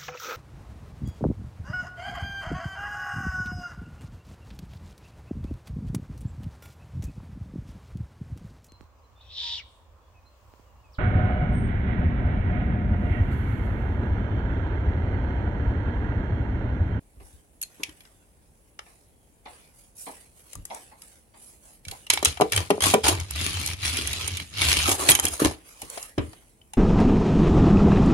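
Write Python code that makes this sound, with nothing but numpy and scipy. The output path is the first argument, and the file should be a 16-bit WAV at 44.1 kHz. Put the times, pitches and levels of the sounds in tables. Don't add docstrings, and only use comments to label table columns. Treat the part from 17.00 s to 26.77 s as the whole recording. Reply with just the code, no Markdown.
import sys
import numpy as np
from scipy import signal
from scipy.fft import rfft, irfft, next_fast_len
from scipy.io import wavfile
from scipy.ndimage import map_coordinates

SR = 44100
rng = np.random.default_rng(int(sys.argv[2]) if len(sys.argv) > 2 else 0)


def bounce(signal):
    frames = np.transpose(np.atleast_2d(signal))
    limited = np.clip(frames, -1, 1)
    pcm = np.round(limited * 32767).astype(np.int16)
    wavfile.write(sys.argv[1], SR, pcm)


N = 430857
TIME = np.arange(N) / SR


# f/Hz, density/dB
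QUIET_SPECTRUM = [(40, 4), (65, 0), (95, -5), (430, -13), (860, -19), (1300, -26.5), (2200, -28),
                  (5000, -37.5), (10900, -23.5), (12800, -39), (15500, -32)]
# f/Hz, likeness/1
PORT_LIKENESS = [(60, 0.69), (130, 0.71), (290, .72), (640, 0.43), (1400, -0.33), (3100, 0.12),
                 (15000, -0.063)]
# f/Hz, level/dB
ECHO_SPECTRUM = [(80, -5.5), (400, -1.5), (1000, -5.5), (3000, -4.5), (8000, -8.5), (15000, -15)]
# t/s, level/dB
FAR_KNOCKS = [(0.197, -57), (0.798, -58.5), (1.858, -59), (2.454, -42.5), (3.062, -44.5), (3.7, -41.5),
              (3.912, -57.5), (4.336, -58), (4.914, -50)]
# f/Hz, density/dB
FAR_SPECTRUM = [(250, -4.5), (420, -6), (580, -3.5), (800, 1), (1150, -3.5), (1450, -15), (2100, -9),
                (3100, -17.5), (4200, -18.5), (5500, -29)]

# t/s, level/dB, middle re level/dB, deep re level/dB
TABLE_BUMPS = [(0.166, -46, -11, 11.5), (0.204, -51.5, -6, 21), (0.33, -54.5, -25, 20.5),
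               (0.796, -52.5, 10.5, -4), (0.882, -44.5, -5, 2), (3.554, -31.5, -24, 4),
               (3.582, -36, -16, 3), (4.868, -31.5, -28, 0), (5.268, -39, -18, 6), (7.884, -35, 11, 1),
               (8.089, -16.5, -5, -7), (8.243, -32.5, 6.5, -4), (8.417, -26.5, 7, -6),
               (8.447, -23, 0, -5.5), (8.826, -38, -0.5, -1), (9.177, -14.5, -5, -13)]
# f/Hz, density/dB
BUMP_SWAY_SPECTRUM = [(33, -7), (48, -0.5), (68, 0.5), (85, -11)]
# f/Hz, density/dB
BUMP_BOOM_SPECTRUM = [(70, -1.5), (105, 4), (140, -4), (190, -8.5), (260, -13)]
# f/Hz, density/dB
BUMP_NOTE_SPECTRUM = [(170, -7.5), (250, -7), (310, 2), (370, -8), (445, -5), (560, -13.5), (830, -25.5),
                      (1000, -14.5), (1500, -22), (2750, -26), (3800, -32.5)]

# t/s, length/s, hiss/dB, rub/dB
FINGER_STROKES = [(0.18, 0.28, -55.5, -57.5), (0.59, 0.74, -57.5, -53.5), (1.793, 0.31, -59, -58),
                  (2.432, 0.35, -56, -50), (2.725, 0.22, -55, -60), (2.948, 0.2, -40.5, -53),
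                  (3.068, 0.27, -51.5, -50), (3.307, 0.27, -54.5, -58.5), (3.448, 0.24, -55.5, -53),
                  (3.662, 0.3, -48.5, -46), (3.942, 0.33, -53, -54), (4.33, 0.35, -51.5, -56),
                  (4.608, 0.21, -51.5, -53.5), (4.83, 0.3, -51, -46.5), (8.5, 0.27, -63, -53),
                  (8.627, 0.26, -51.5, -47), (8.77, 0.24, -49, -45), (8.887, 0.26, -40.5, -38.5),
                  (9.097, 0.49, -55, -53)]
# f/Hz, density/dB
SKIN_HISS_SPECTRUM = [(4500, -17.5), (8600, -3), (11400, -0.5), (12600, -26.5), (14200, -18), (15300, -13)]
# f/Hz, density/dB
SKIN_RUB_SPECTRUM = [(500, -5), (760, -9.5), (1250, -11.5), (2500, -9.5), (6000, -22)]

# t/s, push/dB, pitch f/Hz
LANDINGS = [(5.135, -27, 447), (5.2275, -15, 654), (5.4006, -9.5, 626), (5.4099, -5, 524),
            (5.417, -5.5, 800), (5.4228, -11, 720), (5.7035, -5.5, 585), (5.7083, -8.5, 615),
            (5.7134, -12.5, 630), (5.7797, -18.5, 515), (5.9382, -4.5, 640), (5.9422, -4, 556),
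            (5.9474, -4.5, 600), (7.889, -28, 600), (7.997, -22, 650), (8.0884, -20, 328),
            (8.1905, -24, 700), (8.419, -13.5, 340), (8.4482, -17, 296), (8.4548, -20, 420),
            (8.4615, -12, 403), (8.4725, -23, 400), (8.974, -29.5, 590), (9.184, -15.5, 476)]
# f/Hz, level/dB, t60/s
TABLE_MODES = [(180, -24.5, 0.045), (235, -33.5, 0.1), (303, -28, 0.076), (426.4, -12, 0.035),
               (439, -34, 0.16), (482, -26.5, 0.16), (800, -23.5, 0.0096), (982, -38, 0.09)]
# f/Hz, density/dB
THUD_SPECTRUM = [(150, 3), (400, 0.5), (800, -6), (1100, -14), (1500, -15.5)]

# t/s, length/s, push/s, rasp/dB, rumble/dB
RUNS = [(6.248, 0.496, 0.17, -31.5, -35), (6.759, 0.67, 0.094, -29.5, -35.5),
        (7.507, 0.39, 0.14, -23.5, -32)]
# t/s, length/s, rasp/dB, treble hiss/dB, board/dB, rumble/dB
SCRAPES = [(5.12, 0.014, -30.5, -32.5, -40.5, -49.5), (5.261, 0.022, -31, -34.5, -42, -31.5),
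           (5.515, 0.089, -35, -36.5, -31.5, -35), (5.814, 0.091, -27.5, -27, -28.5, -32.5),
           (6.033, 0.059, -23, -23.5, -20, -34.5), (6.098, 0.12, -43.5, -51, -40.5, -36),
           (7.866, 0.059, -29.5, -24.5, -26.5, -37.5), (7.98, 0.16, -34, -30.5, -28, -44),
           (8.078, 0.017, -23.5, -17, -31.5, -34), (8.222, 0.035, -34.5, -29.5, -29, -44.5),
           (8.303, 0.046, -43, -33.5, -37, -51.5), (8.39, 0.033, -34, -29, -25.5, -51),
           (8.446, 0.008, -32, -30, -22, -26)]
# t/s, level/dB
JOLTS = [(5.864, 3), (5.887, 2), (5.907, 1.5), (5.927, 3.5), (6.357, 11), (6.41, 4), (6.461, 10),
         (6.61, 1.5), (6.852, 9), (6.985, 7), (7.009, 5), (7.09, 3), (7.195, 4.5), (7.208, 11.5),
         (7.397, 8), (7.614, 10.5), (7.625, 3.5), (7.641, -0.5), (7.683, 3), (7.702, 5), (7.7133, 9),
         (7.7253, 8.5), (7.766, 6), (7.786, 4.5)]
# f/Hz, density/dB
RASP_SPECTRUM = [(1200, -9), (1850, -10.5), (2250, -5), (3300, -3), (4400, -4.5), (5400, -11), (6500, -13)]
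# f/Hz, density/dB
HISS_SPECTRUM = [(6500, -2), (7500, -1), (8500, 2.5), (10900, 4), (11500, -0.5), (12700, -20.5),
                 (14000, -15.5), (15200, -2.5), (16000, -27)]
# f/Hz, density/dB
BOARD_SPECTRUM = [(160, 2.5), (230, -1), (330, -2.5), (560, -10.5), (800, -4.5), (1150, -9.5),
                  (1700, -17.5)]
# f/Hz, density/dB
RUMBLE_SPECTRUM = [(40, -22.5), (65, -3), (95, 0), (150, -6), (220, -23)]

# t/s, left re right level/dB
CAR_SIDE = [(.6, 2.5), (3.6, 8.5), (5.1, 0), (5.55, 3.5), (6.15, 0), (6.6, 2), (7.3, -1.5), (7.75, 0.5),
            (8.1, 0), (9.7, 2.5)]
# f/Hz, width/Hz, level/dB
CAR_MODES = [(2290, 140, -1.5), (2780, 270, -7.5), (3130, 130, -8), (3960, 87, -4), (4300, 140, -10),
             (5150, 220, -4.5), (6535, 470, -4.5), (8100, 100, -8.5), (8840, 180, -4), (9760, 220, -5.5),
             (10600, 180, 0.5), (11310, 220, 0.5)]
# t/s, level/dB, treble re level/dB, low ring re level/dB, resonance f/Hz, resonance level/dB
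CLICKS = [(0.615, -35, 6.5, -19, 11400, -23), (0.627, -33, 9.5, -10, 1550, -51),
          (0.633, -35, 2.5, -19, 4240, -28.5), (0.8337, -16, -13, -26, 2510, -43),
          (0.892, -39, -8, -3, 3070, -44), (1.006, -42.5, -9, -4, 2370, -50),
          (1.052, -44, -18, -10, 1550, -55), (1.7912, -31, -14, 4, 1250, -52),
          (3.5317, -38, 3.5, 1, 2180, -50), (3.553, -46, 10, 10, 1160, -44),
          (3.653, -44, 14.5, 8, 9250, -47), (3.746, -48, 12.5, -6, 8450, -38),
          (4.019, -45.5, 4, -16, 8420, -48), (4.851, -35.5, -6, -23, 2290, -39),
          (4.883, -27.5, -6.5, -21, 1490, -42), (4.912, -28.5, -3, -23, 4300, -34),
          (5.067, -37, -7, -7, 2840, -35), (5.1013, -6.5, -2.5, -9, 4300, -19.5),
          (5.1354, -14, -4, -25, 11100, -14.5), (5.174, -22, -14, 0.5, 3700, -27),
          (5.2277, -23.5, -1, 1, 4000, -30), (5.248, -16.5, 3, -12, 8700, -11),
          (5.255, -9.5, -3.5, -4, 3960, -18), (5.372, -34, -9, 4, 710, -35),
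          (5.41, -18.5, -3.5, -17, 1380, -36), (5.418, -22, -10, -10, 765, -9),
          (5.521, -16.5, -5.5, -12, 1570, -40), (5.532, -19, -8, -7, 1480, -39),
          (5.562, -19.5, 3, -18, 3130, -17), (5.575, -14, -7, -6, 3780, -39),
          (5.704, -18.5, -4, -2, 3140, -24.5), (5.806, -20.5, -4.5, 2, 3170, -24),
          (5.821, -17, -7, -15.5, 3210, -18), (5.838, -14, -5, -4.5, 3370, -17),
          (5.94, -13, -4, 1, 804, -22), (6.083, -11, -2, -11, 11210, -22),
          (6.200, -29, -2.5, -14, 2270, -36), (6.308, -33.5, 7, -1, 11200, -45),
          (6.661, -29, 6.5, -11, 5750, -30), (6.674, -29.5, 3, -22, 5940, -25),
          (6.970, -17.5, -5, -18, 2240, -33), (7.073, -23.5, 1, -16, 2740, -31),
          (7.131, -23, -3, -15, 3820, -22.5), (7.277, -25.5, 3.5, -10, 8760, -19),
          (7.37, -26, -1.5, -27, 3620, -28), (8.089, -5, -10, -11, 8040, -6),
          (8.098, -17, 1, -2, 11270, -4), (8.108, -15.5, 1, -10, 9130, -6.5),
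          (8.117, -13, 0, -27, 3200, -11.5), (8.151, -16.5, 2.5, -7, 3030, -16),
          (8.189, -23.5, -4, 4.5, 3120, -19.5), (8.197, -24.5, 5.5, 4.5, 7080, -25),
          (8.252, -21, 8, -17, 7350, -26), (8.266, -25, -9, -27.5, 3200, -18),
          (8.283, -25.5, 1, -12, 8800, -21), (8.4469, -16.5, -3, 1.5, 970, -27),
          (8.454, -22, -2, 2, 990, -29), (8.818, -32, 7, -10, 810, -34), (8.9, -47.5, 16.5, 3, 10200, -43),
          (8.975, -31.5, -11, 2, 693, -28.5), (9.027, -45, 17, -13, 7000, -42),
          (9.181, -27.5, -17, -16, 970, -50), (9.331, -43.5, -7, 2, 712, -43),
          (9.614, -55, -12.5, -2.5, 3050, -46), (9.735, -35.5, 2, -5.5, 833, -32)]
# f/Hz, density/dB
CLICK_LOW_SPECTRUM = [(430, -8), (720, -13), (850, 4), (1000, -2.5), (1300, -3.5), (1900, -6)]
# f/Hz, density/dB
CLICK_MIDDLE_SPECTRUM = [(1800, -2.5), (2600, 2), (3500, 3), (4400, -2.5), (5800, -2)]

QUIET_DB = -59.5
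STROKE_RISE = 0.31
GRIP_HISS_DB, GRIP_RUB_DB = -70, -69.5

BOARD_FILL = 0.26
KNOCK_SPREAD = 1.4
CAUGHT_S, CAUGHT_RING_DB = 6.6, -7.5

FRICTION_PER_S = 1
STOP_T60_S = 0.045
RUN_HISS_DB, RUN_BOARD_DB = -4.5, -15
RASP_POWER, HISS_POWER, RUMBLE_POWER = 1.51, 2.4, 0.93
SCRAPE_ATTACK_S, SCRAPE_T60_S = 0.011, 0.21
PRESSED_FROM_S, PRESSED_UNTIL_S = 5.1, 8.55
CREEP_DB = (-51, -53, -60.5, -52)
BOARD_SPLIT_HZ, BOARD_LOW_DB = 350, -10
SPRING_HZ, SPRING_DB, SHAKE_DB = 82.9, 2, -4.5
RATTLE_DB, RATTLE_SPREAD_DB = -2, 3

HELD_UNTIL_S = 5
CLICK_LEAD_S = 0.0023
TREBLE_SIDE_DB = -4
RING_T60_S, RING_SHORTENS = 0.027, 0.13
RING_BUILD_S, RING_PHASE_SPREAD = 0.0029, 0.83


def from_db(db):
    return 10 ** (np.asarray(db) / 20)


def rms_one(x):
    return x / np.sqrt(np.mean(x ** 2) + 1e-20)


def at_hz(points, hz):
    f, value = np.transpose(points)
    return np.interp(np.log(hz + 1), np.log(f), value)


def band(x, kind, hz, order=2):
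    sos = signal.butter(order, np.clip(hz, 10, .45 * SR), kind, fs=SR, output="sos")
    return signal.sosfilt(sos, x + 1e-18)


def white():
    return rng.standard_normal((2, N))


def coloured(x, spectrum):
    size = next_fast_len(N)
    hz = np.arange(size // 2 + 1) * SR / size + 1
    skirts = np.minimum(1, hz / spectrum[0][0]) ** 4 * np.minimum(1, spectrum[-1][0] / hz) ** 8
    mid, side = rfft(x, size) * from_db(at_hz(spectrum, hz)) * skirts
    alike = at_hz(PORT_LIKENESS, hz)
    ports = np.sqrt(1 + alike) * mid + np.sqrt(1 - alike) * side * [[1], [-1]]
    return rms_one(irfft(ports, size)[:, :N])


def flutter(rate_hz, depth_db):
    hop = 16
    slow = band(rng.standard_normal(N // hop + 2), "low", rate_hz * hop)
    gain = rms_one(from_db(depth_db * rms_one(slow)))
    return np.interp(np.arange(N) / hop, np.arange(len(slow)), gain)


def patchy(x, width_hz, seconds, depth_db):
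    hz, t, z = signal.stft(x, SR, nperseg=512)
    where = np.meshgrid(hz / width_hz, t / seconds, indexing="ij")
    field = map_coordinates(rng.standard_normal((256, 1024)), where, order=1)
    return rms_one(signal.istft(z * from_db(depth_db * field), SR)[1][:, :N])


def pan(db):
    return from_db(np.array([[1], [-1]]) * db / 2)


def strikes(times, heights):
    out = np.zeros(N)
    at = np.clip(np.round(np.asarray(times) * SR).astype(int), 0, N - 1)
    np.add.at(out, at, heights)
    return out


def bursts(times, db, rise, t60, tail_db, tail_t60):
    t = TIME[:SR]
    swelling = np.minimum(t / rise, 1)
    shape = swelling ** 2 * from_db(-60 * np.maximum(t - rise, 0) / t60)
    shape = shape + swelling * from_db(tail_db - 60 * t / tail_t60)
    power = signal.oaconvolve(strikes(times, from_db(db) ** 2), shape ** 2)[:N]
    return np.sqrt(np.abs(power))


def swell(start, length, attack, t60):
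    t = TIME - start
    return np.clip(t / attack, 0, 1) * from_db(-60 * np.clip((t - length) / t60, 0, 2))


def ringing_out(hz, t60, build, phase=0):
    t = TIME[:SR // 2]
    envelope = np.minimum(t / build, 1) * from_db(-60 * np.maximum(t - build, 0) / t60)
    return envelope * np.sin(2 * np.pi * hz * t + phase)


def room_quiet():
    return from_db(QUIET_DB) * coloured(white(), QUIET_SPECTRUM)


def room(x, t60, wet_db):
    t = TIME[:SR]
    tail = coloured(white(), ECHO_SPECTRUM)[:, :SR] * from_db(-60 * t / t60)
    tail *= np.clip(t / 0.0018 - .5, 0, 1)
    tail /= np.sqrt(np.sum(tail ** 2) / 2)
    return from_db(wet_db) * signal.oaconvolve(x, tail, axes=1)[:, :N]


def far_knocks():
    s, db = np.transpose(FAR_KNOCKS)
    echoes = patchy(white(), width_hz=160, seconds=0.047, depth_db=6) * flutter(rate_hz=300, depth_db=2)
    crack = bursts(s, db - 12.0, rise=0.0021, t60=0.071, tail_db=-30, tail_t60=0.1)
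    reply = bursts(s, db, rise=0.0071, t60=0.28, tail_db=-0.5, tail_t60=0.31)
    return crack * coloured(echoes, RASP_SPECTRUM) + reply * coloured(echoes, FAR_SPECTRUM)


def table_bumps():
    s, db, middle_db, deep_db = np.transpose(TABLE_BUMPS)
    sway = bursts(s, db + deep_db, rise=0.0077, t60=0.2, tail_db=-23.0, tail_t60=0.4)
    boom = bursts(s, db, rise=0.00093, t60=0.26, tail_db=-19.5, tail_t60=0.29)
    note = bursts(s, db + middle_db, rise=0.0038, t60=0.13, tail_db=-13.0, tail_t60=0.42)
    low = sway * coloured(white(), BUMP_SWAY_SPECTRUM) + boom * coloured(white(), BUMP_BOOM_SPECTRUM)
    return from_db(-10.0) * low + from_db(-4.0) * note * coloured(white(), BUMP_NOTE_SPECTRUM)


def fingers():
    s, length, hiss_db, rub_db = np.transpose(FINGER_STROKES)
    speed = np.array([np.interp(TIME, [a, a + STROKE_RISE * d, a + d], [0, 1, 0])
                      for a, d in zip(s, length)])
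    hiss = np.hypot(from_db(hiss_db) @ speed, from_db(GRIP_HISS_DB))
    rub = np.hypot(from_db(rub_db) @ speed, from_db(GRIP_RUB_DB))
    slip = flutter(rate_hz=85, depth_db=1.37) * patchy(white(), width_hz=160, seconds=0.051, depth_db=6.0)
    hissing = from_db(-0.5) * hiss * coloured(slip, SKIN_HISS_SPECTRUM) * pan(-3.5)
    return hissing + from_db(-6.0) * rub * coloured(slip, SKIN_RUB_SPECTRUM)


def touch(hz):
    dull = band(signal.unit_impulse(SR // 20), "low", hz * KNOCK_SPREAD, order=4)
    pulse = band(dull, "high", hz / KNOCK_SPREAD)
    return -pulse / np.abs(pulse).max()


def wheel_knocks(uneven_db=2, thud_db=-19):
    s, db, pitch_hz = np.transpose(LANDINGS)
    board = np.zeros(N)
    for start, gain, hz in zip((s * SR).astype(int), from_db(db), pitch_hz):
        push = gain * touch(hz)
        board[start:start + len(push)] += push
    ring_db = db + CAUGHT_RING_DB * (s > CAUGHT_S)
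    chances = rng.standard_normal((len(s), len(TABLE_MODES))).T
    for (hz, level_db, t60), chance in zip(TABLE_MODES, chances):
        hits = strikes(s, from_db(ring_db + level_db + uneven_db * chance))
        board = board - signal.oaconvolve(hits, ringing_out(hz, t60, BOARD_FILL * t60))[:N]
    thud = bursts(s, db + thud_db, rise=0.0014, t60=0.044, tail_db=-16.5, tail_t60=0.12)
    ports = np.array([board, np.interp(TIME - .00022, TIME, board)])
    return (ports + thud * coloured(white(), THUD_SPECTRUM)) * pan(2.2)


def car_side_db(times):
    return np.interp(times, *np.transpose(CAR_SIDE))


def car_body(x, direct_db):
    out = from_db(direct_db) * x
    for hz, width_hz, db in CAR_MODES:
        r = np.exp(-np.pi * width_hz / SR)
        poles = [1, -2 * r * np.cos(2 * np.pi * hz / SR), r * r]
        mode = (1 - r * r) / 2 * signal.lfilter([1, 0, -1], poles, x + 1e-18)
        out = out + from_db(db) * mode
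    return out


def wheel_levels():
    pressure = np.array([swell(s, length, SCRAPE_ATTACK_S, SCRAPE_T60_S) for s, length, *_ in SCRAPES])
    power = from_db(np.transpose(SCRAPES)[2:]) ** 2 @ pressure ** 2
    pressed = (TIME > PRESSED_FROM_S) & (TIME < PRESSED_UNTIL_S)
    power += np.outer(from_db(CREEP_DB) ** 2, pressed)
    growths = (RASP_POWER, HISS_POWER, RASP_POWER, RUMBLE_POWER)
    for s, length, push, rasp_db, rumble_db in RUNS:
        coasting = np.clip(1 - FRICTION_PER_S * (TIME - s - push), 0, 1)
        speed = swell(s, length, push, STOP_T60_S) * coasting
        levels_db = (rasp_db, rasp_db + RUN_HISS_DB, rasp_db + RUN_BOARD_DB, rumble_db)
        for k, growth in enumerate(growths):
            power[k] += (from_db(levels_db[k]) * speed ** growth) ** 2
    return np.sqrt(power)


def bobbing():
    turns = np.cumsum(SPRING_HZ * flutter(rate_hz=7, depth_db=1.07)) / SR
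    tops = TIME[1:][np.diff(np.floor(turns)) > 0]
    size_db = RATTLE_DB + RATTLE_SPREAD_DB * np.tanh(rng.standard_normal(SR)[:len(tops)])
    tone = rms_one(np.cos(2 * np.pi * turns) * flutter(rate_hz=12, depth_db=4.0))
    return tone, bursts(tops, size_db, rise=0.0014, t60=0.047, tail_db=-31, tail_t60=.04)


def wheel_ticks(per_s=900, spread_db=4, low_hz=2100, high_hz=5400, cycles=16, count=14):
    n = int(per_s * N / SR)
    when, pitch, size, sign, side = rng.random((20000, 5))[:n].T
    heights = from_db(spread_db * np.minimum(-np.log(1 - size), 2.5)) * np.sign(sign - .5)
    out = np.zeros((2, N))
    for k, hz in enumerate(np.geomspace(low_hz, high_hz, count)):
        mine = (pitch * count).astype(int) == k
        r = from_db(-60 * hz / (cycles * SR))
        w = 2 * np.pi * hz / SR
        lags_s = (0, (side[mine] - .5) / hz)
        ports = np.array([strikes(when[mine] * N / SR + lag, heights[mine]) for lag in lags_s])
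        out += signal.lfilter([0, np.sin(w)], [1, -2 * r * np.cos(w), r * r], ports + 1e-18)
    return rms_one(out)


def rolling(grains_per_s=1200, spread_db=10.0):
    rasp, hiss, board, rumble = wheel_levels()
    bob, rattle = bobbing()
    sizes = from_db(spread_db * np.minimum(rng.exponential(1, N), 3))
    ticks = (rng.random(N) < grains_per_s / SR) * sizes
    ridges = rms_one(np.abs(band(ticks, "low", 130, order=1)))
    jolts = bursts(*np.transpose(JOLTS), rise=0.0038, t60=0.02, tail_db=-29, tail_t60=.05)
    bite = np.sqrt(1 + 2 * rattle ** 2 + 2 * jolts ** 2)
    scrape = patchy((ridges + 1.2) * bite * white(), width_hz=160, seconds=.03, depth_db=5.5)
    ringing = car_body(scrape, direct_db=0.5)
    grating = from_db(-2.0) * coloured(ringing, RASP_SPECTRUM)
    grating += from_db(-4.5) * rms_one(wheel_ticks() * bite)
    wheels = rasp * grating * pan(0.68) + hiss * coloured(ringing, HISS_SPECTRUM) * pan(-1.8)
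    shaken = coloured(scrape, BOARD_SPECTRUM) * pan(1.0)
    wood = from_db(-1.0) * board * band(shaken, "high", BOARD_SPLIT_HZ, order=4)
    wood += from_db(BOARD_LOW_DB) * rumble * band(shaken, "low", BOARD_SPLIT_HZ, order=4)
    shake = from_db(SPRING_DB) * bob + from_db(SHAKE_DB) * coloured(white(), RUMBLE_SPECTRUM)
    return wheels * pan(car_side_db(TIME)) + wood + rumble * shake


def click_envelope(s, db, rise, free_t60, tail_db, free_tail_t60, held_share=0.6):
    held = s < HELD_UNTIL_S
    return sum(bursts(s[mine], db[mine], rise, free_t60 * share, tail_db, free_tail_t60 * share)
               for mine, share in ((held, held_share), (~held, 1)))


def click_rings():
    out = np.zeros((2, N + SR))
    for (s, *_, hz, db), chance in zip(CLICKS, rng.standard_normal((len(CLICKS), 2))):
        t60 = RING_T60_S * (3000 / hz) ** RING_SHORTENS
        port_phase = RING_PHASE_SPREAD * np.tanh(2 * chance[1]) * np.array([[1], [-1]])
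        phase = np.pi * chance[0] + port_phase
        ring = from_db(db) * pan(car_side_db(s)) * ringing_out(hz, t60, RING_BUILD_S, phase)
        start = int(s * SR)
        out[:, start:start + ring.shape[1]] += ring
    return out[:, :N]


def axle_clicks():
    s, db, treble_db, low_db, *_ = np.transpose(CLICKS)
    side_db = car_side_db(s)
    ports_db = (db + side_db / 2, db - side_db / 2)
    lead = s - CLICK_LEAD_S
    middle = np.array([click_envelope(lead, d, rise=0.0036, free_t60=0.038, tail_db=-22.5, free_tail_t60=0.092)
                       for d in ports_db])
    treble = np.array([bursts(lead, d + treble_db, rise=0.0036, t60=0.012, tail_db=-22.0, tail_t60=0.11)
                       for d in ports_db])
    low = click_envelope(s, db + low_db, rise=0.0012, free_t60=0.024, tail_db=-17.5, free_tail_t60=0.17)
    contact = patchy(white(), width_hz=170, seconds=0.056, depth_db=4.0) * flutter(rate_hz=410, depth_db=2.0)
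    chatter = from_db(-2.5) * middle * coloured(contact, CLICK_MIDDLE_SPECTRUM)
    bright = rms_one(band(contact, "band", [6300, 13000]))
    chatter += from_db(5.0) * treble * bright * pan(TREBLE_SIDE_DB)
    ringing = car_body(chatter, direct_db=-5.0)
    ringing = band(ringing, "low", 11260, order=10) + from_db(-3.0) * band(ringing, "high", 15000, order=4)
    return ringing + from_db(-6.5) * low * coloured(contact, CLICK_LOW_SPECTRUM)


def scene():
    near = table_bumps() + wheel_knocks() + rolling() + click_rings() + axle_clicks()
    echo = room(near, t60=0.18, wet_db=-15.0)
    return room_quiet() + far_knocks() + echo + fingers() + near


def record(dry):
    clipped = np.clip(band(dry, "high", 36, order=4), -.8, .8)
    top_cut = signal.ellip(10, .1, 80, 16300, fs=SR, output="sos")
    return signal.sosfilt(top_cut, clipped)


dry = scene()
out = record(dry)
bounce(out)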